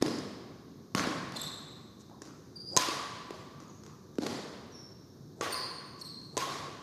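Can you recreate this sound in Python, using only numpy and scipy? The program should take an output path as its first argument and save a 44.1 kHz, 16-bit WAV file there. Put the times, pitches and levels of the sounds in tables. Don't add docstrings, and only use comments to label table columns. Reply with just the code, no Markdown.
import sys
import numpy as np
from scipy import signal
from scipy.fft import rfft, irfft
from scipy.io import wavfile
from scipy.ndimage import uniform_filter1d

SR = 44100
rng = np.random.default_rng(int(sys.argv[2]) if len(sys.argv) > 2 else 0)


def file_out(sig):
    cols = np.atleast_2d(sig).T
    lim = np.clip(cols, -1, 1)
    pcm = np.round(lim * 32767).astype(np.int16)
    wavfile.write(sys.argv[1], SR, pcm)


def volts_from_db(level):
    exponent = np.asarray(level, float) / 20
    return 10 ** exponent


N = 300762
LEAD = SR // 4

# (frequency [Hz], level [dB per Hz])
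SLAP_COLOUR = [(200, -24.5), (500, 0.5), (1200, -3), (1800, -5), (2700, -9.5), (4500, -4), (6800, -10.5),
               (8000, -17), (12000, -21.5), (15000, -32.5)]


def racket_hits():
    # (time [s], knock [dB], crack [dB], hall share [dB])
    near_hits = [
        (2.7656, -20.5, -9.5, -21.5),
        (6.3692, -23, -20, -17),
    ]
    # (delay [s], knock [dB], knock pitch [Hz], crack [dB], hall share [dB])
    paths = [
        (0, 0.5, 464, 1.5, -3.5),
        (.0077, -2, 700, 4.5, -10.5),
        (.018, -15.5, 813, -16, 9),
        (.047, -11, 1530, -14, -10),
        (.057, -15, 1515, -12, -7),
    ]
    # (time [s], knock [dB], knock pitch [Hz], crack [dB], hall share [dB])
    far_hits = [
        (0.187, -58, 300, -31.5, -30),
        (0.9798, -21, 1540, -31, -34),
        (0.9955, -18, 1840, -28.5, -21.5),
        (5.4098, -24, 520, -32, -17.5),
        (5.4113, -24.5, 1380, -24, -17),
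        (5.413, -27.5, 2070, -30, -14),
    ]
    # (frequency [Hz], level [dB per Hz])
    crack = [(500, -30), (1500, -13), (2500, -16), (3700, -7), (5400, -8), (6500, 0), (7400, -8),
             (8500, -13), (10500, -25), (12500, -25), (15000, -40)]
    # (frequency [Hz], level [dB per Hz])
    crack_tail = [(120, -36.5), (300, -0.5), (700, -13), (1500, -4.5), (2600, -8), (3800, -6), (6600, -9),
                  (8000, -17.5), (14000, -21)]
    near = []
    for s, knock_db, crack_db, hall_db in near_hits:
        for late, path_knock_db, hz, path_crack_db, path_hall_db in paths:
            near.append((s + late, knock_db + path_knock_db, hz,
                         crack_db + path_crack_db, hall_db + path_hall_db))
    hits = sorted(split_hall_share(near + far_hits, extra_db=-2))
    return blows(hits, crack, crack_tail, cycles=0.51, burst_s=0.002, rattle_db=-19,
                 rise_s=0.0086, sparse_db=3.1)


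def strings():
    # (time [s], heard pitch [Hz], direct [dB], side wall [dB], hall [dB])
    string_beds = [
        (-.05, 1060, -70, -80, -55),
        (0.949, 1108, -30.5, -70, -49),
        (.996, 1062, -36, -70, -50.5),
        (2.7676, 1013, -14.5, -34, -41),
        (4.264, 1112, -38, -73, -63),
        (5.416, 1135, -27.5, -60, -45.5),
        (6.372, 1010, -23, -29, -46.5),
    ]
    rest_hz, t60_s = 1082.4, 0.065
    rings = []
    for s, hz, db, side_db, hall_db in string_beds:
        rings.append((s, hz, db, t60_s, hall_db))
        rings.append((s + 0.047, rest_hz, side_db, 0.21, side_db - 15.5))
        rings.append((s + 0.094, 2 * rest_hz - hz, hall_db - 9, t60_s, hall_db - 1))
    direct, sent = empty_tracks()
    t = np.arange(8192) / SR
    for s, hz, db, decay_s, hall_db in rings:
        onset = 1 - np.exp(-t * hz / 2)
        ring = volts_from_db(-60 * t / decay_s) * onset * np.sin(2 * np.pi * hz * t)
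        add(direct, s, volts_from_db(db) * ring)
        add(sent, s, volts_from_db(hall_db) * unit(ring))
    return in_hall(direct, sent, rise_s=0.0096, sparse_db=7.5)


def landings():
    # (time [s], thud [dB], thud pitch [Hz], slap [dB], hall share [dB])
    steps = [(-.12, -21.5, 313, -29.5, -13), (.0234, -14, 371, -22.5, -22.5),
             (.0236, -20.5, 920, -16, -33.5), (1.3215, -43.5, 199, -32.5, -14),
             (2.7655, -28.5, 200, -47, -24.5), (2.886, -27, 394, -22.5, -21.5),
             (3.3065, -29.5, 451, -33.5, -21.5), (4.1843, -22.5, 486, -29.5, -17.5),
             (4.1863, -22, 300, -44, -18), (4.2215, -34, 625, -31, -17.5), (4.268, -33.5, 390, -26, -20),
             (6.476, -39, 354, -34.5, -10.5)]
    # (time [s], thud [dB], slap [dB])
    wall_echoes = [
        (.062, -37, -26.5),
        (.081, -32.5, -31),
        (.114, -27.5, -58),
        (1.0365, -29.5, -31),
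        (1.0719, -24.5, -30),
        (4.234, -30, -28.5),
        (4.2651, -38, -23),
    ]
    wall_thud_hz, thud_hall_db, slap_hall_db = 326, -17.5, -24
    echoes = [(s, thud_db, wall_thud_hz, slap_db, thud_hall_db, slap_hall_db)
              for s, thud_db, slap_db in wall_echoes]
    footfalls = sorted(split_hall_share(steps, extra_db=1.5) + echoes)
    return blows(footfalls, SLAP_COLOUR, SLAP_COLOUR, cycles=0.7, burst_s=0.0015, rattle_db=-7,
                 rise_s=0.026, sparse_db=5)


def far_landing():
    # (time [s], thud [dB], thud pitch [Hz], slap [dB], hall share [dB])
    far_steps = [
        (.9493, -19, 223, -18.5, -17),
        (.9495, -25.5, 980, -42, -19.5),
    ]
    return blows(split_hall_share(far_steps, extra_db=-0.3), SLAP_COLOUR, SLAP_COLOUR, cycles=0.38,
                 burst_s=0.0017, rattle_db=9, rise_s=0.015, sparse_db=5.7)


def light_steps():
    # (time [s], thud [dB], thud pitch [Hz], slap [dB])
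    taps = [(0.921, -44, 181, -59), (1.432, -54, 1200, -32.5), (1.48, -56, 1200, -40),
            (2.0975, -47.5, 945, -59), (2.219, -38.5, 404, -33), (2.26, -48, 398, -47),
            (2.274, -44.5, 1530, -45), (3.602, -44, 1300, -40.5), (3.622, -43, 350, -51),
            (3.836, -47, 400, -42), (3.864, -44, 1300, -41.5), (4.155, -54, 300, -49),
            (6.2158, -50, 219, -51)]
    # (frequency [Hz], level [dB per Hz])
    scuff = [(300, -30), (1300, 0.5), (2600, -12.5), (4200, -6), (6500, 0.5), (8000, -12), (12000, -20),
             (15000, -40)]
    thud_hall_db, slap_hall_db = -18.5, -26.5
    rows = [(*tap, thud_hall_db, slap_hall_db) for tap in taps]
    return blows(rows, scuff, scuff, cycles=0.65, burst_s=0.0023, rattle_db=-12,
                 rise_s=0.0088, sparse_db=7)


def blows(table, colour, tail_colour, cycles, burst_s, rattle_db, rise_s, sparse_db):
    direct, silent = empty_tracks()
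    sent = np.zeros((3, len(direct)))
    t = np.arange(2048) / SR
    rattle_decay = np.exp(-t / burst_s) + 0.22 * np.exp(-t / 0.005)
    direct_click, hall_click = click(colour)[:256], click(tail_colour)
    for k, (s, body_db, hz, burst_db, body_hall_db, burst_hall_db) in enumerate(table):
        push = t * hz * np.exp(-t * hz / cycles)
        body = -push * np.cos(2 * np.pi * hz * t * (1 - 0.069 * np.minimum(t * hz, 2)))
        body = body - push * body.sum() / push.sum()
        contact = (t == 0) + volts_from_db(rattle_db) * rng.standard_normal(len(t)) * rattle_decay
        burst = np.convolve(contact, direct_click)
        add(direct, s, volts_from_db(body_db) * body / np.abs(body).max())
        add(direct, s, volts_from_db(burst_db) * burst / np.abs(burst).max())
        path = sent[k % len(sent)]
        add(path, s, volts_from_db(body_db + body_hall_db) * unit(body))
        add(path, s, volts_from_db(burst_db + burst_hall_db) * hall_click)
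    return direct[LEAD:] + sum(in_hall(silent, path, rise_s, sparse_db) for path in sent)


def split_hall_share(table, extra_db):
    return [(*row, row[-1] + extra_db) for row in table]


def click(points):
    pulse = np.eye(1, 2048)[0]
    cepstrum = irfft(np.log(np.abs(rfft(shaped(pulse, points)))))
    half = len(cepstrum) // 2
    fold = np.r_[1, np.full(half - 1, 2), 1, np.zeros(half - 1)]
    return unit(irfft(np.exp(rfft(cepstrum * fold))))


def sole_squeaks():
    # (time [s], length [s], pitch [Hz], level [dB], overtones [dB])
    chatter = [(.065, 0.011, 5240, -38.5, -12), (1.358, 0.016, 3680, -39.5, -6),
               (1.36, 0.021, 4196, -36, -10.5), (1.386, 0.021, 3800, -40.5, -9),
               (1.412, .011, 3973, -38, 4), (1.433, 0.0071, 4090, -52, 8), (5.504, .019, 4850, -45.5, -5),
               (5.52, 0.021, 4535, -35.5, 0), (5.542, 0.004, 4480, -27, -13),
               (5.546, 0.041, 4900, -37, -11), (6.011, .018, 4384, -38, -12), (6.012, 0.004, 5750, -45, -8),
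               (6.041, 0.039, 4310, -45, -8.5), (6.066, 0.021, 4200, -50.5, -6),
               (6.215, 0.0079, 4180, -58, -16)]
    sag = 0.0446
    rows = [(s, length, hz, hz * (1 - sag), db, over_db) for s, length, hz, db, over_db in chatter]
    return stick_slip(rows, waver=0.2, hall_db=-32.5, over_hall_db=-6)


def sole_squeals():
    # (time [s], length [s], first pitch [Hz], last pitch [Hz], level [dB])
    slides = [
        (2.555, 0.026, 4797, 4726, -41.5),
        (2.596, 0.031, 4760, 4704, -43),
        (2.66, 0.048, 4720, 4970, -41),
        (3.679, .005, 6750, 6750, -52),
        (3.693, 0.024, 5770, 6250, -60.5),
        (4.716, 0.022, 5950, 5530, -54),
        (4.738, 0.033, 5590, 5340, -49),
    ]
    overtones_db = -22
    rows = [(*slide, overtones_db) for slide in slides]
    return stick_slip(rows, waver=0.1, hall_db=-30, over_hall_db=-3)


def stick_slip(table, waver, hall_db, over_hall_db):
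    direct, sent = empty_tracks()
    wander = uniform_filter1d(rng.standard_normal((len(table), 4096)), 40)
    for (s, length, first_hz, last_hz, db, over_db), drift in zip(table, wander):
        u = np.arange(int(length * SR)) / (length * SR)
        hz = (first_hz + (last_hz - first_hz) * u) * (1 + waver * drift[:len(u)])
        phase = 2 * np.pi * np.cumsum(hz) / SR
        swell = volts_from_db(db) * np.sin(np.pi * u)
        base = np.sin(phase)
        over = volts_from_db(over_db) * (np.sin(2 * phase) + volts_from_db(-7.5) * np.sin(3 * phase))
        add(direct, s, swell * (base + over))
        add(sent, s, volts_from_db(hall_db) * swell * (base + volts_from_db(over_hall_db) * over))
    return in_hall(direct, sent, rise_s=0.014, sparse_db=3)


def sole_brushes():
    # (time [s], length [s], pitch [Hz], width [share of pitch], level [dB])
    brushes = [
        (1.991, 0.037, 6480, 0.35, -63),
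        (2.133, 0.033, 1026, .11, -62.5),
        (3.006, 0.03, 1170, 0.088, -52),
        (5.986, 0.035, 5700, 0.43, -58),
    ]
    sag = 0.053
    return swept_noise([(s, length, hz, hz * (1 - sag), share, db)
                        for s, length, hz, share, db in brushes])


def racket_swings():
    # (start [s], length [s], level [dB])
    swings = [
        (2.698, 0.11, -48),
        (5.359, .069, -58),
        (6.31, 0.056, -58.5),
    ]
    whoosh = [(s, length, 311.5, 1039, 0.28, db) for s, length, db in swings]
    hiss = [(s, length, 5300, 9640, 0.24, db - 14) for s, length, db in swings]
    return swept_noise(whoosh + hiss)


def swept_noise(table):
    direct, _ = empty_tracks()
    for s, length, first_hz, last_hz, share, db in table:
        u = np.arange(int(length * SR)) / (length * SR)
        phase = 2 * np.pi * np.cumsum(first_hz * (last_hz / first_hz) ** u) / SR
        pole = np.exp(-1.5 * np.pi * share * last_hz / SR)
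        slow = signal.lfilter([1], np.poly([pole, pole]), rng.standard_normal((2, 8192)))
        a, b = slow[:, -len(u):]
        band = (a * np.cos(phase) + b * np.sin(phase)) * np.sqrt(u) * (1 - u ** 6)
        add(direct, s, volts_from_db(db) * unit(band) * np.sqrt(len(u)))
    return in_hall(direct, volts_from_db(-42) * direct, rise_s=0.0067, sparse_db=2.9)


def board_rumble():
    # (time of peak [s], level [dB])
    peaks = [
        (0.01, -45),
        (1.3, -57),
        (1.769, -63.5),
        (2.94, -57.5),
        (3.61, -59.5),
        (4.33, -60),
        (5.3, -55),
        (6.421, -49.5),
    ]
    rise_db_s, fall_db_s, rest_db = 50, 28.5, -70.5
    t = np.arange(N) / SR
    shaking = volts_from_db(rest_db)
    for s, db in peaks:
        shaking = shaking + volts_from_db(db - np.maximum(rise_db_s * (s - t), fall_db_s * (t - s)))
    # (frequency [Hz], level [dB per Hz])
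    colour = [(50, -38.5), (90, 5), (118, 5.5), (150, 13.5), (250, -44.5)]
    return steady_noise(colour) * shaking * volts_from_db(-0.5)


def ventilation_hum():
    # (frequency [Hz], level [dB per Hz])
    hum_colour = [(12, -60), (20, -14.5), (96, 5), (221, 3), (383, -0.5), (612, -15), (1700, -24.5),
                  (1950, -33), (2950, -39), (3780, -24), (4710, -24.5), (6390, -24), (7750, -39.5),
                  (13400, -36.5), (14600, -17.5)]
    return steady_noise(hum_colour) * volts_from_db(-51)


def steady_noise(colour):
    return unit(shaped(rng.standard_normal(N), colour)) * np.sqrt(N)


def in_hall(direct, sent, rise_s, sparse_db):
    # (frequency [Hz], time to fall by 60 dB [s])
    hall_decay = [(60, 2.9), (250, 1.4), (600, 1.63), (900, 1.62), (1120, 2.12), (1350, 1.57),
                  (2000, 1.563), (4000, 1.41), (6000, 1.1), (9000, 1.05), (14000, 0.5)]
    patchy_db, patchy_s = 3.5, 0.3
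    size = 2 ** 16
    t = np.arange(size) / SR
    strength = np.minimum(rng.exponential(size=size // 64), 3).repeat(64) - 0.5
    echoes = rng.standard_normal(size) * volts_from_db(sparse_db * np.exp(-t / 0.048) * strength)
    f, frames, z = signal.stft(echoes, SR, nperseg=512)
    hz, decay_s = np.transpose(hall_decay)
    t60 = np.interp(np.log(f + 1), np.log(hz), decay_s)
    patches = uniform_filter1d(rng.standard_normal(z.shape), size=4, axis=0)
    patches = uniform_filter1d(patches, size=4, axis=1) * 4.3
    z = z * volts_from_db(patchy_db * np.exp(-frames / patchy_s) * patches)
    tail = signal.istft(z * volts_from_db(-60 * frames / t60[:, None]), SR, nperseg=512)[1][:size]
    tail = tail * (1 - np.exp(-t / rise_s)) ** 2
    return (direct + signal.fftconvolve(sent, tail)[:len(sent)])[LEAD:]


def shaped(x, points):
    hz, db = np.transpose(points)
    f = np.fft.rfftfreq(len(x), 1 / SR)
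    gain_db = np.interp(np.log(f + 1), np.log(hz), db)
    return irfft(rfft(x) * volts_from_db(gain_db), len(x))


def unit(x):
    return x / np.sqrt(np.sum(x ** 2))


def empty_tracks():
    return np.zeros((2, N + LEAD))


def add(track, s, x):
    i = int((s + 1 / 4) * SR)
    track[i:i + len(x)] += x[:len(track) - i]


def scene():
    rackets = racket_hits() + strings() + racket_swings()
    feet = landings() + far_landing() + light_steps()
    soles = sole_squeaks() + sole_squeals() + sole_brushes()
    background = board_rumble() + ventilation_hum()
    return (rackets + feet + soles + background)[None]


def top_cut(x):
    return signal.sosfilt(signal.butter(12, 14760, fs=SR, output="sos"), x)


def record(dry):
    low_hz, top_hz, start_s = 93, 13900, 0.0135
    x = signal.sosfilt(signal.butter(2, low_hz, "high", fs=SR, output="sos"), dry)
    x = signal.sosfilt(signal.ellip(10, 0.2, 70, top_hz, fs=SR, output="sos"), x)
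    opening = np.clip((np.arange(N) / SR / start_s) ** 10, 0.12, 1)
    return top_cut(x * opening)


dry = scene()
out = record(dry)
file_out(out)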